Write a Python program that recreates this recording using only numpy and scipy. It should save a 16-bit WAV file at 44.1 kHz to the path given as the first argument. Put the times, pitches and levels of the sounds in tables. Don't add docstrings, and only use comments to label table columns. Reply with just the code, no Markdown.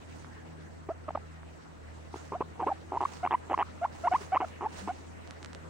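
import sys
import numpy as np
from scipy import signal
from scipy.io import wavfile
from scipy.ndimage import uniform_filter1d

SR = 44100
rng = np.random.default_rng(int(sys.argv[2]) if len(sys.argv) > 2 else 0)


def bounce(signal):
    frames = np.transpose(np.atleast_2d(signal))
    limited = np.clip(frames, -1, 1)
    pcm = np.round(limited * 32767).astype(np.int16)
    wavfile.write(sys.argv[1], SR, pcm)


N = 250929
TIME = np.arange(N) / SR


def from_db(db):
    return 10 ** (np.asarray(db) / 20)


def rms_one(x):
    return x / np.sqrt(np.mean(x ** 2) + 1e-20)


def in_time(rows):
    s, *columns = np.transpose(rows)
    return [np.interp(TIME, s, c) for c in columns]


def at_hz(points, hz):
    frequencies, levels = np.transpose(points)
    return np.interp(np.log(hz), np.log(frequencies), levels)


def add(track, s, sound):
    i = int(s * SR)
    track[i:i + len(sound)] += sound[:N - i]


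def filtered(x, order, hz, kind="low"):
    return signal.sosfilt(signal.butter(order, hz, kind, fs=SR, output="sos"), x)


def mean_power(x, window_s):
    return np.maximum(uniform_filter1d(x ** 2, int(window_s * SR)), 0)


def drift(rate_hz):
    r = np.exp(-80 * np.pi * rate_hz / SR)
    slow = signal.lfilter([1], [1, -2 * r, r * r], rng.standard_normal(N // 40 + 2002))[2000:]
    return np.interp(np.arange(N) / 40, np.arange(len(slow)), rms_one(slow))


def place(x, pan_db, lag):
    return np.array([np.interp(TIME - lag / SR, TIME, x) * from_db(pan_db / 2), x * from_db(-pan_db / 2)])


def banded_noise(spectrum, flicker_db):
    # (frequency [Hz], correlation [-1 to 1])
    likeness = [(50, -0.24), (130, -0.22), (290, -0.4), (640, -0.32), (1400, -0.14), (3100, -0.0037),
                (7000, 0.079), (15000, -0.2)]
    edges = np.r_[np.geomspace(20, 6000, 17), np.linspace(7000, 16000, 10)]
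    out, white = 0, rng.standard_normal((2, 2, N))
    for k, (low, high) in enumerate(zip(edges, edges[1:])):
        mid, side = filtered(white[k % 2], 2, [low, high], "band")
        hz = np.sqrt(low * high)
        alike = at_hz(likeness, hz)
        gain = from_db(at_hz(spectrum, hz) + flicker_db * drift(13.6))
        out = out + gain * (np.sqrt(1 + alike) * mid + np.sqrt(1 - alike) * side * [[1], [-1]])
    return rms_one(out)


def camera_whine(tones_hz=(7853, 7900), level_db=-82.5):
    whine = sum(np.sin(2 * np.pi * np.cumsum(hz + 4 * drift(10)) / SR) for hz in tones_hz)
    return np.sqrt(2) * from_db(level_db) * whine


def air(gain_db=4.5):
    # (frequency [Hz], relative density [dB])
    spectrum = [(25, -17), (60, -2.5), (120, -3.5), (250, -2.5), (600, -7.5), (1700, -15.5), (3800, -28),
                (7500, -28.5), (10000, -32.5), (12000, -33.5), (14000, -38), (16000, -39)]
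    # (time [s], relative level [dB])
    course = [(0.0, -54), (1.25, -56), (4.14, -52), (5.69, -52.5)]
    air_db, = in_time(course)
    return from_db(air_db + gain_db) * banded_noise(spectrum, flicker_db=2.37)


def drone(fading_db=4.5, wander=0.00591):
    # (time [s], level [dB])
    course = [(0.0, -59.5), (0.16, -54.5), (0.95, -65.5), (2.58, -59), (2.82, -64.5), (5.36, -69.5),
              (5.69, -61)]
    # (frequency [Hz], relative level [dB])
    partials = [(121, -7.5), (160, -0.5), (200, -15), (241, -4), (282, -8.5), (321, -7.5)]
    drone_db, = in_time(course)
    clock = np.cumsum(1 + wander * drift(2.085)) / SR
    lines = sum(from_db(line_db + fading_db * drift(1.4)) * np.sin(2 * np.pi * hz * clock)
                for hz, line_db in partials)
    return place(np.sqrt(2) * from_db(drone_db) * lines, pan_db=1.0, lag=42)


def engine(gain_db=0.5, octave_db=-16):
    # (time [s], firing rate [Hz], relative level [dB])
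    running = [(0.0, 83.2, -55), (0.09, 83.9, -52), (0.36, 84.3, -53.5), (1.16, 83.05, -49.5),
               (1.52, 78.7, -51.5), (1.63, 78.7, -63.5), (1.87, 78.7, -49), (2.34, 83, -52.5),
               (5.69, 83.3, -52)]
    firing_hz, engine_db = in_time(running)
    phase = 2 * np.pi * np.cumsum(firing_hz) / SR
    hum = np.sin(phase) + from_db(octave_db) * np.sin(2 * phase)
    return place(np.sqrt(2) * from_db(engine_db + gain_db) * hum, pan_db=-0.7, lag=50)


def far_tones(band_hz=(1530, 1850), roundness=0.33):
    # (start [s], length [s], level [dB])
    swells = [(0.276, .17, -58), (.55, .18, -61.5)]
    envelope = np.zeros(N)
    for s, length, level_db in swells:
        arch = np.abs(np.sin(np.linspace(0, np.pi, int(length * SR)))) ** roundness
        add(envelope, s, from_db(level_db) * arch)
    return envelope * rms_one(filtered(rng.standard_normal((2, N)), 2, band_hz, "band"))


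def ticks(gain_db=9.5, soft_hz=11000):
    # (time [s], relative strength [dB], contact time [ms])
    impacts = [(.246, -25, .7), (1.432, -30, .6), (3.015, -42, .1), (5.275, -37.5, .1), (5.309, -29.5, .1),
               (5.429, -31.5, .1), (5.447, -29, .1), (5.46, -33.5, .1), (5.532, -34, .1), (5.549, -31, .1)]
    # (frequency [Hz], bandwidth [Hz], gain [dB])
    modes = [(1330, 1100, 8), (3370, 3300, -1), (6550, 3800, -8)]
    force, ringing = np.zeros(N), 0
    for s, strength_db, contact_ms in impacts:
        push = np.hanning(int(contact_ms * SR / 1000))
        add(force, s, from_db(strength_db + gain_db) * push / push.sum())
    for hz, width_hz, mode_db in modes:
        r = np.exp(-np.pi * width_hz / SR)
        feedback = [1, -2 * r * np.cos(2 * np.pi * hz / SR), r * r]
        mode = (1 - r * r) / 2 * signal.lfilter([1, 0, -1], feedback, force + 1e-18)
        ringing = ringing + from_db(mode_db) * mode
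    return place(filtered(ringing, 2, soft_hz), pan_db=-8.5, lag=0)


def fur(gain_db=6.5, grain_db=2.1, drag_db=1.16, pan_db=-5.0, rise_share=0.58, roundness=1.34):
    # (firmest moment [s], length [s], relative peak [dB])
    strokes = [(0.19, 0.36, -64), (1.977, 0.29, -69.5), (2.175, .05, -58.5), (2.257, 0.12, -59.5),
               (2.684, .18, -66.5), (3.137, 0.22, -56), (3.552, 0.46, -72), (4.02, 0.17, -59.5),
               (4.218, 0.14, -52.5), (4.485, 0.081, -60.5), (4.795, 0.1, -51), (4.932, 0.31, -63.5)]
    # (frequency [Hz], relative density [dB])
    spectrum = [(150, 9.5), (400, 11), (900, 13), (1900, 6), (3300, 1), (6000, 3), (8000, 2), (10000, -2.5),
                (12000, -5), (14000, -12), (16000, -7)]
    pressure = 0
    for s, length, peak_db in strokes:
        away = np.abs(TIME - s) / (length * np.where(TIME < s, rise_share, 1 - rise_share))
        pressure = pressure + from_db(peak_db) * np.exp(-np.minimum(away, 10) ** roundness)
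    swish = banded_noise(spectrum, flicker_db=2.0)
    catching = from_db(grain_db * drift(300) + drag_db * drift(30))
    return from_db(gain_db) * pressure * swish * catching * from_db([[pan_db / 2], [-pan_db / 2]])


def skin_rub():
    # (start [s], length [s], first pitch [Hz], last pitch [Hz], peak [dB])
    groans = [(4.201, 0.031, 399, 400, -42), (4.787, 0.13, 173.7, 221, -42)]
    out = np.zeros(N)
    for s, length, first_hz, last_hz, peak_db in groans:
        pitch = np.linspace(first_hz, last_hz, int(length * SR))
        add(out, s, from_db(peak_db) * np.hanning(len(pitch)) * np.sin(2 * np.pi * np.cumsum(pitch) / SR))
    return place(out, pan_db=4.0, lag=14)


def surroundings(x, echo_db=-29, t60=0.38, dull_hz=1600):
    t = np.arange(SR // 4) / SR
    scatter = rng.standard_normal((2, len(t))) * from_db(-60 * t / t60) * (t > .002)
    scatter = scatter / np.sqrt(np.sum(scatter ** 2, axis=1, keepdims=True))
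    return from_db(echo_db) * signal.fftconvolve(x[None], filtered(scatter, 1, dull_hz), axes=1)[:, :N]


def effort(s):
    # (time [s], brightness [dB])
    course = [(1.1, -0.5), (2.35, -2), (2.95, -5.5), (3.25, 8.5), (3.62, 9.5), (3.83, 3.5), (4.14, 8.5),
              (4.41, 9.5), (4.65, 1), (4.9, 2.5)]
    return np.interp(s, *np.transpose(course))


def huskiness(rough, level_db=-23, band_hz=(900, 2850), follows_effort=0.2):
    flow = np.sqrt(mean_power(rough, window_s=0.0077))
    hiss = rms_one(filtered(rng.standard_normal(N), 6, band_hz, "band"))
    return from_db(level_db + follows_effort * effort(TIME)) * flow * hiss


def creaks(scatter_db=2.0, pitch_scatter=0.07, chest_start_db=-33, chest_fall_db_per_s=167):
    # (start [s], length [s], pulses [count], spacing exponent [above 1 slows], level [dB])
    trains = [(2.1428, 0, 1, 1, -33.5), (2.1598, 0, 1, 1, -39), (2.33, .005, 2, 1, -36),
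              (2.6123, 0.015, 3, .7, -30), (2.922, 0.042, 6, 0.86, -28), (3.0076, 0.03, 5, 1.14, -23.5),
              (3.2522, 0.011, 2, 1, -24), (3.31, 0.0081, 2, 1, -22), (3.3248, 0.014, 3, 1.4, -23),
              (3.4996, 0.016, 5, 0.83, -33), (3.521, 0.011, 2, 1, -24.5), (3.578, .0405, 7, .68, -23.5),
              (4.1372, 0, 1, 0.72, -24), (4.3477, .013, 3, 0.91, -22.5), (4.405, .013, 3, 1.09, -28),
              (4.6103, 0.044, 9, 0.8, -31), (4.877, 0.0068, 2, 1, -29.5)]
    # (frequency [Hz], ring length [s], delay [s], pitch rise [share], gain [dB],
    # weight of the chest term [ratio], weight of the effort [ratio])
    throat = [(366.5, .0105, .0008, 0.014, -1, 0.99, 0), (848, 0.0064, 0, 0.37, 1, 0.026, 0),
              (1160, 0.0049, .0003, 0, -6, 0.39, 0.28), (1820, .003, 0, 0.015, -18.5, 0.029, 0.97),
              (2680, .003, -.0003, 0, -25.5, 0.11, 1.4)]
    out = np.zeros(N)
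    for first, span, pulses, spacing, level_db in trains:
        for s in first + span * np.linspace(0, 1, pulses) ** spacing:
            chest_db = chest_start_db - chest_fall_db_per_s * (s - first) - 0.12 * effort(s) - level_db
            for k, (hz, length, delay, rise, mode_db, chest_weight, effort_weight) in enumerate(throat):
                colour_db = mode_db + chest_weight * chest_db + effort_weight * effort(s)
                gain = from_db(level_db + colour_db + scatter_db * rng.normal())
                u = np.linspace(-.5, .5, int(length * SR))
                cycles = hz * (1 + pitch_scatter * rng.normal()) * length * (u + rise * u * u / 2)
                ring = np.cos(2 * np.pi * cycles + k * np.pi / 2)
                add(out, s + delay - length / 2, gain * np.cos(np.pi * u) ** 2 * ring)
    return out


def folds_free(creak, shut_db=-33):
    return 1 / np.sqrt(1 + mean_power(creak, window_s=0.0039) / from_db(shut_db) ** 2)


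def grunts(rise_hz_per_s=8100, jitter=0.083, shimmer_db=2.5, subharmonic_db=-15, roundness=0.58):
    # (start [s], length [s], middle pitch [Hz], level [dB])
    calls = [(.888, 0.0096, 396, -30), (1.0813, 0.014, 633, -26.5), (1.1497, .011, 626, -25.5),
             (2.3196, 0.0064, 440, -31), (2.335, 0.024, 610, -33.5), (2.406, 0.011, 454, -25.5),
             (2.4171, .011, 528, -31.5), (2.594, 0.015, 458, -31), (2.6657, .012, 410, -26),
             (2.677, 0.027, 578, -27)]
    # (frequency [Hz], gain [dB])
    throat = [(280, 1), (400, 2), (520, -8.5), (620, -2.5), (800, -4), (1000, 5.5), (1180, -2.5),
              (1380, -23), (1650, -22), (2200, -34.5), (2900, -39.5), (3500, -34), (4300, -53)]
    out, waver, shimmer = np.zeros(N), drift(220), drift(250)
    for s, length, middle_hz, level_db in calls:
        u = np.linspace(0, 1, int(length * SR))
        now = int(s * SR) + np.arange(len(u))
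        pitch = (middle_hz + rise_hz_per_s * length * (u - .5)) * (1 + jitter * waver[now])
        phase, wave = 2 * np.pi * np.cumsum(pitch) / SR, 0
        for k in np.arange(2, 15) / 2:
            colour_db = at_hz(throat, k * pitch) + effort(s) * (k > 2) + subharmonic_db * (k % 1 > 0)
            colour_db -= 7 * (k == 3)
            wave = wave + from_db(colour_db) * np.sin(k * phase + rng.uniform(0, 2 * np.pi))
        if middle_hz > 500:
            wave += from_db(subharmonic_db) * np.sin(phase / 2)
        swell = np.abs(np.sin(np.pi * u)) ** roundness * from_db(shimmer_db * shimmer[now])
        add(out, s, from_db(level_db) * swell * wave)
    return out


def notes(register_hz=755, jitter=0.019, subharmonic_db=-27, rasp_db=5.0, roundness=0.57, taper=0.22):
    # (start [s], length [s], middle pitch [Hz], level [dB])
    held_notes = [(3.229, 0.028, 747, -24.5), (3.507, 0.013, 753, -23.5), (3.813, 0.042, 711, -25.5),
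                  (4.036, 0.038, 709, -24), (4.113, 0.023, 746, -20), (4.319, 0.034, 762, -21),
                  (4.418, 0.02, 744, -25.5)]
    # (start [s], length [s], middle pitch [Hz], rise [Hz], level [dB])
    whistles = [(0.898, 0.025, 661, 92, -29), (1.1057, 0.0047, 790, -110, -29),
                (1.174, 0.0057, 796, -47, -28), (2.349, 0.023, 712, 82, -32), (2.629, 0.019, 768, 152, -26),
                (2.702, 0.0073, 836, 108, -27), (2.713, 0.017, 787, -100, -23.5),
                (2.971, .009, 936, 80, -21.5), (3.052, 0.0086, 1103, 180, -19.5),
                (3.273, .005, 1132, 212, -22.5), (3.343, 0.014, 983, 150, -18),
                (3.540, .010, 1066, 210, -19), (3.6244, 0.0064, 1164, 300, -21),
                (3.843, 0.0201, 905, 500, -22), (4.071, 0.017, 975, 352, -18.5),
                (4.142, .026, 982, 440, -19), (4.366, .013, 1098, 290, -18),
                (4.441, .010, 693, -170, -28.5), (4.658, .016, 860, 167, -24),
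                (4.888, 0.031, 732, 107, -28)]
    # (frequency [Hz], relative level [dB])
    overtones = [(1200, -3), (1450, -16.5), (1800, -24), (2300, -21.5), (2900, -30), (3400, -36),
                 (4200, -62)]
    out, waver, rasp, doubling = np.zeros(N), drift(160), drift(250), drift(60)
    held = [(s, length, (.87 * hz, hz, .94 * hz), db, 0.57) for s, length, hz, db in held_notes]
    whistled = [(s, length, (hz - .44 * rise, hz, hz + .56 * rise), db, 0.39)
                for s, length, hz, rise, db in whistles]
    for s, length, contour_hz, level_db, peak_at in held + whistled:
        u = np.linspace(0, 1, int(length * SR))
        now = int(s * SR) + np.arange(len(u))
        pitch = np.polyval(np.polyfit([0, .5, 1], contour_hz, 2), u) * (1 + jitter * waver[now])
        phase = 2 * np.pi * np.cumsum(pitch) / SR
        tight = np.clip((pitch - register_hz) / 150, 0, 1)
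        bright_db = -10 + 1.01 * effort(s) + 9 * np.log2(contour_hz[1] / register_hz)
        half_orders = np.sin(phase / 2) + 2 * np.sin(3 * phase / 2)
        wave = np.sin(phase) + from_db(subharmonic_db) * (1 - tight) * doubling[now] * half_orders
        for k in range(2, 6):
            overtone_db = at_hz(overtones, k * pitch) + bright_db * min(k / 2 - .5, 1) - 4 * tight * (k - 2)
            wave += from_db(overtone_db + rasp_db * (1 - tight) * rasp[now]) * np.cos(k * phase)
        skewed = u ** (np.log(.5) / np.log(peak_at))
        swell = np.abs(np.sin(np.pi * skewed)) ** roundness
        fade = 1 + taper * tight * (1 - 2 * u)
        add(out, s, from_db(level_db) * swell * fade * wave)
    return out


def scene():
    creak = creaks()
    rough = grunts() + creak
    voice = notes() * folds_free(creak) + rough + huskiness(rough)
    handling = fur() + skin_rub() + ticks()
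    background = engine() + drone() + camera_whine() + air() + far_tones()
    return place(voice, pan_db=-1.0, lag=2.3) + surroundings(voice) + handling + background


def record(dry):
    notch_hz, width_hz, cutoff_hz = 12010, 7870, 15800
    coloured = signal.lfilter(*signal.iirnotch(notch_hz, notch_hz / width_hz, fs=SR), dry)
    return signal.sosfilt(signal.ellip(10, .1, 70, cutoff_hz, fs=SR, output="sos"), coloured)


dry = scene()
out = record(dry)
bounce(out)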